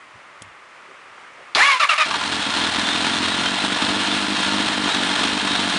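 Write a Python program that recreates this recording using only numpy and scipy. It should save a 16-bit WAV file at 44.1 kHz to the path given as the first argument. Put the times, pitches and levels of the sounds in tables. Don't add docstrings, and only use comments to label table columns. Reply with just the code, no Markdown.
import sys
import numpy as np
from scipy import signal
from scipy.fft import rfft, irfft
from scipy.io import wavfile
from scipy.ndimage import uniform_filter1d

SR = 44100
rng = np.random.default_rng(int(sys.argv[2]) if len(sys.argv) > 2 else 0)


def transcribe(u):
    v = np.clip(np.atleast_2d(u).T, -1, 1)
    q = np.round(v * 32767).astype(np.int16)
    wavfile.write(sys.argv[1], SR, q)


N = 254898
T = np.arange(N) / SR
ENGAGE_S, CATCH_S = 1.549, 2.045

# t/s, mesh f/Hz, drive level/dB, hold/s
STROKES = [(1.796, 673, -15.5, 0.048), (1.888, 688.4, -16, 0.046), (1.977, 691, -15, 0.047)]
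# t/s, length/s, level change/dB
MISFIRES = [(2.18, 0.048, -10), (2.408, .045, -10), (2.504, .055, -13), (2.71, 0.049, -11),
            (3.559, 0.058, -14), (3.762, .045, -17), (3.85, .022, -6), (4.029, 0.034, -17),
            (4.248, .025, -15), (4.35, .025, -11), (4.42, .035, -8), (4.667, 0.029, -12),
            (4.722, 0.037, -9), (4.883, 0.059, -13), (5.14, .042, -11), (5.377, 0.044, -15),
            (5.478, 0.023, -11), (5.54, .04, -6), (5.699, 0.039, -5)]


def undb(db):
    return 10 ** (np.asarray(db) / 20)


def unit(x):
    return x / np.sqrt(np.mean(x ** 2))


def curves(table):
    s, *columns = np.transpose(table)
    return [np.interp(T, s, c) for c in columns]


def walk(rate_hz):
    k = max(int(SR / rate_hz), 1)
    return 1.267 * uniform_filter1d(np.repeat(rng.standard_normal(N // k + 1), k), k)[:N]


def colour(x, points, size=4096):
    hz, db = np.transpose(points)
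    grid = np.maximum(np.fft.rfftfreq(size, 1 / SR), 1)
    cepstrum = irfft(np.log(undb(np.interp(np.log(grid), np.log(hz), db))))
    cepstrum[1:size // 2] *= 2
    cepstrum[size // 2 + 1:] = 0
    response = irfft(np.exp(rfft(cepstrum)))
    return signal.fftconvolve(x, response / np.linalg.norm(response))[:N]


def resonate(x, hz, width_hz):
    return signal.lfilter(*signal.iirpeak(hz, hz / width_hz, fs=SR), x)


def ring(x, t60):
    t = T[:SR // 10]
    response = rng.standard_normal(len(t)) * np.exp(-np.log(1000) * t / t60)
    return signal.fftconvolve(x, response / np.linalg.norm(response))[:N]


def bursts(rows):
    envelope = sum((T >= s) * undb(db) * np.exp(-np.log(1000) * np.abs(T - s) / t60)
                   for s, db, t60 in rows)
    return envelope * rng.standard_normal(N)


def swells(rows, width):
    out = 0
    for s, db, hz, length in rows:
        band = resonate(rng.standard_normal(N), hz, hz * width)
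        band = unit(resonate(band, hz, hz * width))
        out = out + undb(db) * band * np.sin(np.pi * np.clip((T - s) / length, 0, 1))
    return out


def rattle(per_s, spread_db, t60, parts=8):
    out = 0
    for _ in range(parts):
        struck = rng.random(N) < per_s / parts / SR
        strength = undb(spread_db * np.clip(rng.standard_normal(N), -2, 2))
        out = out + ring(struck * strength, t60)
    return unit(out)


def yard():
    # f/Hz, level/dB
    spectrum = [(18, -46.5), (30, -29), (123, -18), (205, -17.5), (376, -11.5), (404, -12.5), (503, -11),
                (554, -7.5), (707, -10), (1210, -1.5), (1580, -6.5), (2110, -5.5), (4070, -21),
                (10000, -31.5), (13000, -65), (22000, -120)]
    # t/s, level/dB
    levels = [(0.0, -45), (0.712, -44.5), (1.294, -43), (1.48, -42.5)]
    db, = curves(levels)
    return undb(db + .4 * walk(8.7)) * unit(colour(rng.standard_normal(N), spectrum))


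def handling():
    # t/s, level/dB, f/Hz, length/s
    bumps = [(.13, -53, 122, .07), (.41, -45, 150, 0.029), (.43, -54, 85, .1), (.875, -47.5, 400, 0.063),
             (1.365, -44.5, 580, 0.072)]
    # t/s, level/dB, T60/s
    clicks = [(.4205, -23.5, 0.017), (.436, -53, .05)]
    # f/Hz, level/dB
    spectrum = [(40, -6), (130, 7), (600, -2), (1800, -9), (2900, 0), (4200, -7), (6000, 0.5), (8000, -2),
                (10000, -4.5)]
    return colour(bursts(clicks), spectrum) + swells(bumps, width=.55)


def engagement():
    # t/s, level/dB, T60/s
    clash_and_crackle = [(1.549, -11, 0.079), (1.581, -27, .02)]
    # f/Hz, level/dB
    bright = [(40, -17), (200, -10), (700, -1), (2000, -6), (4200, 17), (5600, 0), (10000, -18)]
    # t/s, level/dB, T60/s
    clunk = [(1.556, -23.5, 0.31)]
    # f/Hz, level/dB
    dull = [(30, -21), (100, -17), (200, -8), (330, -1), (700, 1), (1200, 0), (3000, -31)]
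    return colour(bursts(clash_and_crackle), bright) + colour(bursts(clunk), dull)


def starter_drive():
    # t/s, mesh f/Hz, drive level/dB
    run_up = [(1.549, 240.7, -17.5), (1.60, 410.2, -11.5), (1.625, 503.3, -12.5), (1.648, 553, -14.5),
              (1.685, 570.2, -15.5), (1.735, 529.2, -14.5), (1.756, 501.5, -20.5), (1.795, 518, -24)]
    coast_hz, coast_db = 520.6, -23.5
    attack_s, sag_s, fade_s, release_db_per_s = .0044, .065, .04, 448
    hz, db = curves(run_up)
    for s, leap_hz, stroke_db, hold_s in STROKES:
        age = np.maximum(T - s, 0)
        held = np.maximum(stroke_db - release_db_per_s * np.maximum(age - hold_s, 0), coast_db)
        db = db - 3.5 * np.clip((T - s) / .0076 + 2, 0, 1) ** 2
        db = np.where(T > s, coast_db + (held - coast_db) * np.minimum(age / attack_s, 1), db)
        hz = np.where(T > s, coast_hz + (leap_hz - coast_hz) * np.exp(-age / sag_s), hz)
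    engaged = (T > ENGAGE_S) * np.exp(-np.maximum(T - CATCH_S, 0) / fade_s)
    return hz, engaged * undb(db)


def starter_gears():
    # harmonic number, level/dB
    harmonics = [(1, -6.5), (2, 2), (3, -8.5), (4, 0), (5, -10.5), (6, -7.5), (8, -13)]
    # f/Hz, level/dB
    housing = [(200, -30), (430, -25), (580, -7.5), (800, -7), (1130, 0.5), (1350, -1.5), (1520, -7),
               (1700, 5), (1900, 0), (2200, -1), (2700, -3.5), (4400, -3), (8000, -14)]
    # f/Hz, level/dB
    grinding = [(30, -49), (100, -41), (250, -22), (480, -19.5), (900, -2.5), (1300, 1), (2400, 1),
                (3300, -5.5), (4500, -8), (6000, -15), (10000, -22)]
    hz, gain = starter_drive()
    chatter = np.where(T > STROKES[0][0], .0478, .016)
    phase = 2 * np.pi * np.cumsum(hz * (1 + chatter * walk(400))) / SR
    mesh = sum(undb(db + 3.16 * walk(140)) * np.sin(k * phase + rng.uniform(0, 2 * np.pi))
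               for k, db in harmonics)
    spun_up = np.clip(hz / 500, 0, 1) ** 2
    loaded = np.clip(gain / undb(-18.5), 0, 1)
    whine = colour(spun_up * loaded * mesh, housing)
    whine = whine + .55 * ring(whine, t60=.05)
    teeth = rattle(per_s=5000, spread_db=3.5, t60=.019) * (1 + .5 * np.cos(phase))
    grind = unit(colour(teeth, grinding))
    return gain * (undb(-11.5) * whine + undb(-3.5) * grind)


def gate(s, length_s, edge_s=.012):
    return np.clip(np.minimum(T - s, s + length_s - T) / edge_s + .5, 0, 1)


def combustion(firing_hz):
    idle_hz, db_per_hz, rebound_db = 50.5, .22, 1
    catching = np.exp(-np.maximum(T - CATCH_S, 0) / .24)
    db = -29.5 + db_per_hz * (firing_hz - idle_hz) - 14.5 * catching
    for s, length_s, drop_db in MISFIRES:
        since = T - s - length_s
        rebound = (since > 0) * np.exp(-np.abs(since) / .046)
        db = db + drop_db * gate(s, length_s) + rebound_db * rebound
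    return db


def firing_pulses(cycles, scatter_db, jitter_s):
    cylinders = [2, 1.5, 2, -1]
    at = np.flatnonzero(np.diff(np.floor(cycles)) > 0)
    scatter, jitter = rng.standard_normal((len(at), 2)).T
    at = np.clip(at + (jitter_s * SR * jitter).astype(int), 0, N - 1)
    pulses = np.zeros(N)
    pulses[at] = undb(np.resize(cylinders, len(at)) + scatter_db * scatter)
    return pulses


def exhaust(pulses, strength_db):
    # f/Hz, level/dB
    pipe = [(25, -38.5), (65, -21.5), (85, -10.5), (100, -17.5), (125, -12.5), (155, -19), (192, 0),
            (255, -2), (295, 2.5), (345, -8), (395, -18.5), (430, -12), (520, -18.5), (1500, -45.5)]
    turbulence = undb(-7.5) * rng.standard_normal(N)
    return colour(undb(strength_db) * unit(unit(pulses) + turbulence), pipe)


def clatter(cycles, pulses):
    # t/s, level/dB
    levels = [(2.05, -26.5), (2.65, -21), (2.71, -23.5), (2.89, -21), (3.79, -23), (3.85, -21),
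              (3.97, -23.5), (4.03, -21), (4.33, -23.0), (4.51, -22), (4.87, -22.5), (4.93, -22),
              (5.29, -21), (5.35, -22.5), (5.59, -21.5), (5.78, -21)]
    # t/s, level/dB
    backlash = [(2.195, -21), (2.468, -22), (2.618, -25), (2.644, -27), (2.79, -24), (2.814, -20),
                (2.887, -22), (3.067, -17), (3.185, -18), (3.318, -19), (3.461, -19), (4.368, -20),
                (4.488, -25), (4.534, -17.5), (4.683, -20)]
    # f/Hz, bandwidth/Hz, level/dB
    modes = [(440, 18, -4.5), (651, 17, -2.5), (700, 21, -3), (849, 22, -2), (934, 31, -11),
             (1024, 34, -11), (1396, 50, -1), (1730, 37, -12.5), (2780, 36, -18), (3200, 130, -11),
             (3640, 260, -12.5), (4176, 43, -4)]
    # f/Hz, level/dB
    spectrum = [(40, -23.5), (85, -9), (300, -4), (520, -9), (700, -3), (1000, 0), (1500, 0), (2400, -2),
                (3100, -0.5), (3800, -1.5), (4900, -9.5), (7200, -16.5), (8800, -15.5), (10200, -22.5)]
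    db, = curves(levels)
    puff = signal.fftconvolve(pulses, np.exp(-T[:SR // 20] / .0032))[:N] * rng.standard_normal(N)
    load = undb(1.83 * np.cos(2 * np.pi * (cycles - .4)) + 1.1 * walk(60))
    metal = load * rattle(per_s=1500, spread_db=3, t60=.017) + undb(-4) * rng.standard_normal(N)
    slack_db = .5 * sum(gate(s + .034, length_s) for s, length_s, _ in MISFIRES)
    knocks = bursts([(s, knock_db, .03) for s, knock_db in backlash])
    blows = undb(db + slack_db) * unit(unit(metal) + undb(-15) * unit(puff)) + knocks
    cases = sum(undb(mode_db) * resonate(blows, hz, width) for hz, width, mode_db in modes)
    return colour(blows + cases, spectrum)


def engine():
    # t/s, firing f/Hz
    speed = [(2.05, 42.45), (2.65, 40.52), (3.07, 43.27), (3.25, 43.6), (3.67, 49.56), (3.85, 49.03),
             (4.27, 50.94), (4.45, 49.58), (4.63, 51.5), (5.05, 46.95), (5.23, 51.15), (5.78, 46.79)]
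    # t/s, level/dB, f/Hz, length/s
    singing = [(2.6, -32, 3520, .08), (2.77, -30.5, 3550, 0.21), (2.86, -29, 3720, 0.11),
               (3.09, -32, 3560, 0.077), (3.26, -30, 3840, 0.13), (3.44, -26, 3150, 0.071),
               (3.55, -35, 3980, 0.096), (4.1, -29, 3540, .07), (4.88, -27.5, 3810, 0.16),
               (5.43, -31.5, 3776, .2)]
    firing_hz, = curves(speed)
    running = np.clip((T - CATCH_S) / .01, 0, 1)
    cycles = np.cumsum(running * firing_hz) / SR + .62
    pulses = firing_pulses(cycles, scatter_db=1.5, jitter_s=.00027)
    thump = exhaust(pulses, combustion(firing_hz))
    return running * (thump + clatter(cycles, pulses) + swells(singing, width=.033))


def starter_clutch():
    # t/s, level/dB, T60/s
    kicks = [(2.110, -14, 0.067), (2.140, -13.5, 0.068), (2.211, -16.5, 0.062)]
    # f/Hz, level/dB
    spectrum = [(100, -33), (600, -26), (950, 4), (1200, 1.5), (2000, -9), (4000, -11), (10000, -34)]
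    return colour(bursts(kicks), spectrum)


def scene():
    starter = starter_gears() + engagement() + starter_clutch()
    return (starter + engine() + handling() + yard())[None]


def record(dry):
    top_hz = 10100
    return signal.sosfilt(signal.ellip(12, .2, 70, top_hz, fs=SR, output="sos"), np.tanh(dry))


dry = scene()
out = record(dry)
transcribe(out)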